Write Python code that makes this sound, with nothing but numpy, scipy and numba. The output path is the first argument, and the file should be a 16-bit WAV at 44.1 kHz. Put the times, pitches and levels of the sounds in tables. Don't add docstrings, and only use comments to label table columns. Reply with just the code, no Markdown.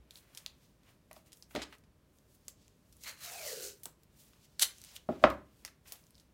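import sys
import numpy as np
from scipy import signal
from scipy.fft import rfft, irfft
from scipy.io import wavfile
from scipy.ndimage import uniform_filter1d
from numba import njit

SR = 44100
rng = np.random.default_rng(int(sys.argv[2]) if len(sys.argv) > 2 else 0)


def generate_wav(signal):
    frames = np.transpose(np.atleast_2d(signal))
    scaled = np.clip(frames, -1, 1) * 32767
    pcm = np.round(scaled).astype(np.int16)
    wavfile.write(sys.argv[1], SR, pcm)


def volts(x):
    e = np.asarray(x, float) / 20
    return 10 ** e


N = 279153


def curve(tables, column, off=-130):
    t, out = np.arange(N) / SR, np.full(N, float(off))
    for rows in tables:
        rows = np.array(rows)
        inside = (t >= rows[0, 0]) & (t <= rows[-1, 0])
        out[inside] = np.interp(t[inside], rows[:, 0], rows[:, column])
    return out


def gain_curve(tables, column):
    return uniform_filter1d(volts(curve(tables, column)), size=201)


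def swells(rows):
    t, out = np.arange(N) / SR, np.zeros(N)
    for s, db, rise, fall in rows:
        near = slice(max(int((s - 3 * rise) * SR), 0), int((s + 3 * fall) * SR))
        late = t[near] - s
        out[near] += volts(db - 20 * np.maximum(-late / rise, late / fall))
    return out


def rms_one(x):
    return x / np.sqrt(np.mean(x ** 2) + 1e-20)


def peak_one(x):
    return x / np.abs(x).max()


def coloured(x, spectrum):
    hz, db = np.transpose(spectrum)
    grid = np.maximum(np.arange(len(x) // 2 + 1) * SR / len(x), 1)
    gain = volts(np.interp(np.log(grid), np.log(hz), db, left=-90, right=-90))
    return rms_one(irfft(rfft(x) * gain, len(x)))


def band(x, low_hz, high_hz):
    sos = signal.butter(2, [low_hz, min(high_hz, .45 * SR)], "band", fs=SR, output="sos")
    return signal.sosfilt(sos, x)


def cut(x, top_hz):
    return signal.sosfilt(signal.ellip(10, .5, 60, top_hz, fs=SR, output="sos"), x)


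def slow_wander(hz, rate, size):
    r = np.exp(-2 * np.pi * hz / rate)
    return rms_one(signal.lfilter([1], [1, -2 * r, r * r], rng.standard_normal(size)))


def grains(spread_db, clump_db, clump_hz):
    sizes = rng.standard_normal(N) * volts(spread_db * np.minimum(rng.exponential(1, N), 5))
    return sizes * volts(clump_db * slow_wander(clump_hz, SR, N))


def ring(x, hz, t60):
    r, w = volts(-60 / (t60 * SR)), 2 * np.pi * hz / SR
    return signal.lfilter([0, np.sin(w)], [1, -2 * r * np.cos(w), r * r], x)


@njit
def glide(x, hz, width):
    out = np.zeros(len(x))
    r = np.exp(-np.pi * width / SR)
    for i in range(2, len(x)):
        out[i] = x[i] - x[i - 2] + 2 * r * np.cos(2 * np.pi * hz[i] / SR) * out[i - 1] - r * r * out[i - 2]
    return out


def resonance(x, hz, width, second_width):
    return rms_one(glide(glide(x, hz, width), hz, second_width))


def patchy(x):
    centres, hop = np.log(np.geomspace(1500, 17000, num=9)), 64
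    out, spectrum = 0, rfft(x)
    grid = np.log(np.maximum(np.arange(N // 2 + 1) * SR / N, 1))
    for share in np.eye(len(centres)):
        slow = slow_wander(14, SR / hop, N // hop + 2)
        part = irfft(spectrum * np.interp(grid, centres, share), N)
        patch_db = 1.5 * np.interp(np.arange(N) / hop, np.arange(len(slow)), slow)
        out = out + part * volts(patch_db)
    return rms_one(out)


def peel():
    # (frequency [Hz], level [dB per Hz])
    rasp = [(1650, -12.5), (2800, -9), (3220, -9.5), (3480, -8.5), (4310, -2.5), (5090, -3.5), (6570, -2.5),
            (9130, -7), (15100, -8.5), (16200, -14)]
    # (time [s], tone [Hz], tautness [dB])
    strip = [
        (3.0, 620, -27),
        (3.07, 587, -18),
        (3.13, 554, -13),
        (3.2, 594, -21),
        (3.33, 755, -5),
        (3.41, 652, -3.5),
        (3.5, 535, -5.5),
        (3.58, 420, -3.5),
        (3.79, 395, -15.5),
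    ]
    # (time [s], level [dB])
    pulls = [
        [(3.0, -69), (3.042, -50), (3.056, -53), (3.078, -45), (3.09, -46), (3.162, -69), (3.2, -58)],
        [(3.2, -58.5), (3.236, -47.5), (3.368, -50), (3.474, -43), (3.592, -49), (3.646, -45), (3.696, -48.5),
         (3.79, -74)],
    ]
    grip_s, slack_s, long_pull_s = 3.058, 3.202, 3.137
    t = np.arange(N) / SR
    slips = grains(spread_db=2.5, clump_db=1.4, clump_hz=160)
    hz, pull, taut = curve([strip], 1, off=550), gain_curve(pulls, 1), gain_curve([strip], 2)

    tone = resonance(slips, hz, 100., 200.)
    hollow = resonance(slips, np.full(N, 480.), 87., 98.)
    tone = band(tone + volts(-11) * hollow, 200, 2200)

    upper = resonance(slips, 3.536 * hz, 260., 450.)
    lower = resonance(slips, 2.24 * hz, 260., 450.)
    come_and_go = volts(2.5 * rms_one(band(rng.standard_normal(N), 8, 30)))
    ringing = np.clip(np.abs(t - slack_s) / 0.2, .1, 1) ** 2
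    flat = grains(spread_db=2.0, clump_db=1.8, clump_hz=110)
    flat = band(band(flat, 950, 3600), 950, 3600)
    middle = 0.75 * ringing * come_and_go * (upper + 0.37 * lower) + 0.67 * rms_one(flat)
    gripped = np.clip((t - grip_s) / 0.02 + 1, .1, 1)
    body = gripped * volts(2 - 32.5 * np.maximum(t - long_pull_s, 0))

    front_hz = 4200 - 5000 * np.clip(t - slack_s, 0, .25)
    front = resonance(slips, front_hz, 400., 700.)
    fading = (t > grip_s) * np.clip(1 - (t - long_pull_s) / 0.2, 0, 1)
    front = front * (volts(-26) * pull + 0.5 * np.minimum(pull, volts(-50)) * fading)
    return pull * (patchy(coloured(slips, rasp)) + body * middle + taut * tone) + front


def tear():
    # (frequency [Hz], level [dB per Hz])
    rip = [(180, -55.5), (300, -24.5), (1970, -12.5), (4370, -1.5), (4670, -5), (10700, -6), (16000, -14.5)]
    # (time [s], peak [dB], rise [s], fall [s])
    bursts = [
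        (4.5955, -27.5, 0.0013, 0.0074),
        (4.606, -44.5, 0.0045, 0.081),
        (4.625, -18.5, 0.013, 0.022),
    ]
    # (time [s], peak [dB], rise [s], fall [s])
    scuffs = [
        (1.619, -39.5, .002, 0.019),
        (1.633, -44, 0.021, 0.0099),
    ]
    fibres = grains(spread_db=1.6, clump_db=2.0, clump_hz=300)
    return swells(bursts) * coloured(fibres, rip) + swells(scuffs) * rms_one(band(fibres, 900, 5650))


def snaps(rows, broad_db, wake_ms):
    size, spread = 5000, 1.18
    out, t = np.zeros(N + size), np.arange(size) / SR
    noise = rng.standard_normal((len(rows), size))
    uneven = volts(2.5 * np.minimum(rng.exponential(1, (len(rows), size)), 5))
    for (s, db, hz, wake_db), white, grain in zip(rows, noise, uneven):
        spike = white * t * np.exp(-t / .00038)
        broad = band(spike, min(hz / 2, 2200), 13000)
        narrow = band(signal.unit_impulse(size, 12), hz / spread, hz * spread)
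        thud = band(white * np.exp(-t / 0.0038), 440, 1300)
        shape = peak_one(narrow) + volts(broad_db) * peak_one(broad) + volts(-24) * peak_one(thud)
        wake = band(white * grain * np.exp(-t * 1000 / wake_ms), hz / 2, hz * 2.2)
        i = round((s + .0007) * SR)
        out[i:i + size] += volts(db) * (peak_one(shape) + volts(wake_db) * peak_one(wake))
    return out[:N]


def glue_ticks():
    # (time [s], peak [dB], ring [Hz], wake [dB])
    ticks = [(.1074, -36.5, 4100, -14.5), (.3483, -40, 5400, -5.5), (.4614, -25, 3980, -20),
             (1.1296, -36, 11400, -17), (1.5502, -31, 3500, -7.5), (1.261, -56, 8000, -8),
             (1.783, -56, 9140, -8), (2.1852, -53, 6600, -14), (2.4811, -28.5, 6400, -12),
             (2.967, -47, 10200, -17), (3.036, -33, 6130, -13), (3.661, -34, 12000, -14),
             (3.671, -34, 13400, -16), (3.8331, -33, 12000, -2), (4.7827, -41, 6800, -18.5),
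             (5.6491, -26.5, 6200, -10.5), (5.9556, -50, 3180, -3), (6.0387, -52, 5260, -19.5),
             (6.0666, -51, 6650, -15), (5.677, -50, 5900, -16)]
    return snaps(ticks, broad_db=-4.5, wake_ms=10.5)


def cracks():
    # (time [s], peak [dB], ring [Hz], wake [dB])
    buckles = [(.3729, -35, 4660, -1.5), (.833, -57, 3360, -21), (1.1121, -43.5, 2280, -12),
               (1.163, -51, 3360, -14), (1.3192, -49, 4220, 0), (1.329, -40.5, 5600, -8),
               (1.371, -49, 5800, -30), (1.508, -52.5, 1420, 1.5), (1.7248, -48, 1500, 3),
               (1.738, -63, 3000, -10), (1.751, -60, 3200, -4), (4.333, -54, 2500, -4),
               (1.5589, -38.5, 1940, 9), (1.8367, -61, 2390, -2.5), (2.6795, -46, 6850, -38),
               (2.925, -53.5, 6400, 3), (3.8554, -26.5, 8770, -11.5), (4.033, -49.5, 14000, -7),
               (4.583, -64, 13500, -10), (4.594, -34, 4770, -11.5), (4.8, -54, 7460, -15.5),
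               (4.8154, -42, 6400, -13.5), (4.8381, -38.5, 5650, -14), (4.847, -37, 9600, -12.5),
               (4.9633, -31.5, 3500, -11), (5.3006, -34, 1980, -5.5), (5.6486, -33.5, 2100, -8.5),
               (5.677, -41.5, 2120, -6), (5.8737, -52, 2520, -13), (5.9211, -28.5, 12270, -4),
               (6.106, -49.5, 12040, -11)]
    return snaps(buckles, broad_db=3, wake_ms=9.0)


def flap_flicks():
    # (time [s], peak [dB], ring [Hz], wake [dB])
    flicks = [
        (.156, -38, 4000, -13),
        (.172, -47, 3900, -33),
        (.186, -51, 3700, -10),
        (1.4237, -38, 5020, -13),
        (5.66, -37, 5660, -8),
        (6.145, -55, 4500, -11),
        (6.1528, -46, 4710, -17.5),
        (6.1797, -51, 4120, -5),
        (6.1974, -51, 4450, -2.5),
    ]
    return snaps(flicks, broad_db=-41, wake_ms=9.4)


def knocks():
    # (time [s], peak [dB], contact cut [Hz], rattle [dB])
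    hits = [(1.111, -45, 1500, -6), (1.165, -48, 1100, -14), (1.5505, -32.5, 810, 0.5),
            (1.5605, -36, 950, -7), (1.567, -30.5, 457, -8.5), (1.5711, -54, 600, -11),
            (1.58, -61, 600, -19), (3.857, -56, 1420, 10), (3.856, -58, 410, 9), (5.65, -57.5, 1500, 7),
            (5.922, -56.5, 901, 6.5), (5.0888, -21.5, 590, -10.5), (5.096, -27, 400, -28),
            (5.1, -29.5, 434, -16.5), (5.217, -45.5, 451, -9.5), (5.226, -36, 600, -7.5),
            (5.2387, -4.5, 2200, -10), (5.244, -24, 1210, -23), (5.249, -22.5, 1800, -3.5),
            (5.2532, -26.5, 2000, -3.5), (5.297, -43.5, 286, -10.5)]
    # (frequency [Hz], level [dB], t60 [s])
    modes = [(63, -15.5, 0.28), (99, -17, 0.048), (146, -22, 0.1), (171, -19, 0.078), (217, -15, 0.11),
             (257, -20.5, 0.097), (300, -14.5, 0.1), (360, -18.5, 0.54), (410, -27.5, 0.097),
             (576, -29.5, 0.024), (600, 2, 0.028), (651.7, 4, 0.034), (690, -3.5, 0.0098),
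             (758.3, 3, 0.019), (816, -7, 0.07), (910, -7.5, 0.024), (952, -12.5, 0.071),
             (1024, -10.5, 0.044), (1258, -7, 0.042), (1090, -16.5, 0.035), (1345, -10, 0.18),
             (1505, -12.5, 0.12), (1578, -7, 0.019), (1800, -14, 0.017), (1940, -7.5, 0.03),
             (2180, -11.5, 0.034), (2444, -5.5, .015), (2630, -7, 0.007), (3037, -5, 0.0098),
             (3490, 1, 0.0063), (3360, -15.5, 0.008), (3800, -15, 0.014)]
    size = 16000
    out, click, t = np.zeros(N + size), signal.unit_impulse(size), np.arange(size) / SR
    chance = rng.normal(0, 1.5, (len(hits), len(modes)))
    fade = np.exp(-t / 0.0061) + volts(-11.5) * np.exp(-t / 0.024)
    loose = rng.standard_normal((len(hits), size)) * fade
    for (s, db, cut_hz, rattle_db), own_db, shake in zip(hits, chance, loose):
        push = signal.sosfilt(signal.butter(3, cut_hz, fs=SR, output="sos"), click)
        rattle = band(band(shake, 20, 0.96 * cut_hz), 300, 5000)
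        body = 0
        for k, (hz, mode_db, t60) in enumerate(modes):
            t60 = min(t60, 45 / hz)
            sense = (-1) ** k
            body = body + sense * volts(mode_db + own_db[k]) * ring(push, hz, t60)
        i = round(s * SR)
        out[i:i + size] += volts(db) * (peak_one(body) + volts(rattle_db) * peak_one(rattle))
    return band(out[:N], 130, 13000)


def thumps():
    # (time [s], peak [dB], pitch [Hz], t60 [s])
    landings = [
        (1.5492, -32, 300, 0.023),
        (1.5604, -33, 345, 0.035),
        (1.567, -34.5, 286, 0.035),
        (1.58, -41, 198, 0.034),
        (5.0883, -30.5, 230, 0.045),
        (5.239, -23.5, 208, 0.054),
        (5.291, -38.5, 109, 0.068),
    ]
    out, size = np.zeros(N), SR // 2
    for s, db, hz, t60 in landings:
        i = round(s * SR)
        out[i:i + size] += volts(db) * band(ring(signal.unit_impulse(size), hz, t60), 50, 900)
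    return out


def rustle():
    # (time [s], peak [dB], rise
    # [s], fall [s], brightness [dB])
    creasing = [(.17, -61.5, 0.052, 0.069, 7), (.4, -68, 0.16, 0.12, 5), (.634, -74, 0.11, 0.16, -1),
                (.893, -73, 0.077, 0.11, 2), (1.167, -67, 0.074, 0.072, 3), (1.272, -71, 0.026, .05, 1),
                (1.372, -71.5, 0.038, 0.11, 12), (1.512, -72, 0.019, 0.083, 21),
                (1.596, -70, 0.062, 0.11, -13), (1.741, -75.5, 0.071, 0.06, 9),
                (2.175, -79.5, 0.13, 0.073, 6), (2.35, -72.5, 0.13, 0.045, 5),
                (2.484, -74.5, 0.17, 0.033, 2), (2.63, -76.5, 0.13, 0.16, -10), (2.998, -73, 0.28, .02, 4),
                (3.8, -76, 0.036, 0.16, 8), (3.896, -79, .2, 0.029, 5.5), (4.036, -84, .06, 0.028, 10),
              (4.205, -65.5, .08, 0.2, 4.5), (4.452, -67.5, .05, 0.014, -3), (4.77, -76, .03, 0.65, 1.5),
              (4.92, -64, .5, .1, -5.5), (4.961, -54, 0.0176, 0.013, 6), (5.101, -73.5, .04, 0.22, -1),
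              (5.245, -63, .05, 0.072, -7), (5.308, -75, .05, 0.066, 7), (5.6, -74.5, .17, 0.16, 2),
              (5.88, -60, 0.024, 0.11, 5), (5.929, -68.5, .06, 0.092, 5), (6.05, -87, .2, 0.39, 1),
              (6.191, -79.5, .3, .15, 1)]
    # (time [s], peak [dB], rise [s], fall [s])
    rubs = [(.17, -74, 0.044, 0.026), (.404, -67.5, 0.54, 0.14), (.634, -76.5, 0.26, 0.074),
            (0.892, -64.5, 0.088, .075), (1.167, -68.5, 0.069, 0.09), (1.272, -72, 0.021, 0.13),
            (1.594, -46, 0.054, .08), (1.748, -58.5, 0.064, 0.018), (3.8, -81, .02, 0.2),
            (4.204, -88, 0.11, .3), (4.416, -77, 0.7, 0.14), (4.959, -64, .23, 0.091),
            (5.11, -61, 0.025, 0.35), (5.483, -84, .05, 0.22), (5.652, -71.5, 0.067, 0.098),
            (5.858, -64, 0.0061, 0.14), (5.93, -63.5, 0.068, 0.088), (6.19, -84, 0.27, 0.28)]
    creases = creasing
    dull = [(s, db - tilt_db / 2, rise, fall) for s, db, rise, fall, tilt_db in creases]
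    bright = [(s, db + tilt_db / 2, rise, fall) for s, db, rise, fall, tilt_db in creases]
    out = 0
    for rows, low_hz, high_hz in ((rubs, 500, 3200), (dull, 2600, 7200), (bright, 6800, 17500)):
        crackle = grains(spread_db=1.2, clump_db=1.2, clump_hz=50)
        hands = swells(rows) + volts(-103.5)
        out = out + hands * rms_one(band(crackle, low_hz, high_hz))
    return out


def echoes():
    # (frequency [Hz], t60 [s], level [dB])
    room = [(100, 0.48, 1.5), (250, 0.42, -5), (400, 0.4, 0), (640, 0.21, -2.5), (950, 0.29, -1),
            (1500, 0.29, -0.5), (4000, 0.24, -5), (8000, 0.2, -3), (14000, 0.18, -1.5)]
    t = np.arange(SR // 2) / SR
    hz, t60, db = np.transpose(room)
    white, tail, edges = rng.standard_normal((2, len(t))), 0, 40 * 1.4 ** np.arange(20)
    for k, (low, high) in enumerate(zip(edges, edges[1:])):
        at = np.log(low * high) / 2
        gain_db = np.interp(at, np.log(hz), db) - 60 * t / np.interp(at, np.log(hz), t60)
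        tail = tail + band(white[k % 2], low, high) * volts(gain_db)
    first_echo_s = 0.0044
    tail = tail * np.clip(t / first_echo_s - 1, 0, 1) * np.clip(4 - t / .1, 0, 1)
    return volts(-11.5) * tail / np.sqrt(np.sum(tail ** 2))


def air():
    # (frequency [Hz], level [dB per Hz])
    murmur = [(12, -47), (20, -15.5), (44, 2), (70, 2.5), (150, 3), (527, -10), (607, -8.5), (698, -15.5),
              (873, -18), (1000, -15.5), (1190, -18.5), (6720, -29.5), (14700, -31.5), (16200, -33.5)]
    # (frequency [Hz], width [Hz], level [dB])
    drone = [(59.6, 5, -73), (120, 330, -82.5)]
    out = volts(-67) * coloured(rng.standard_normal(N), murmur)
    for hz, width, db in drone:
        out += volts(db) * rms_one(glide(rng.standard_normal(N), np.full(N, float(hz)), float(width)))
    return out


def scene():
    peeling = peel()
    tape = tear() + cracks() + glue_ticks() + flap_flicks()
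    desk = knocks() + thumps()
    reflected = signal.fftconvolve(peeling + tape + desk, echoes())[:N]
    soft = peeling + reflected + rustle() + air()
    return (tape + desk + cut(soft, 15900))[None]


def top_cut(x):
    return signal.sosfilt(signal.butter(12, 17080, fs=SR, output="sos"), x)


def record(dry):
    return top_cut(cut(dry, 16800))


dry = scene()
out = record(dry)
generate_wav(out)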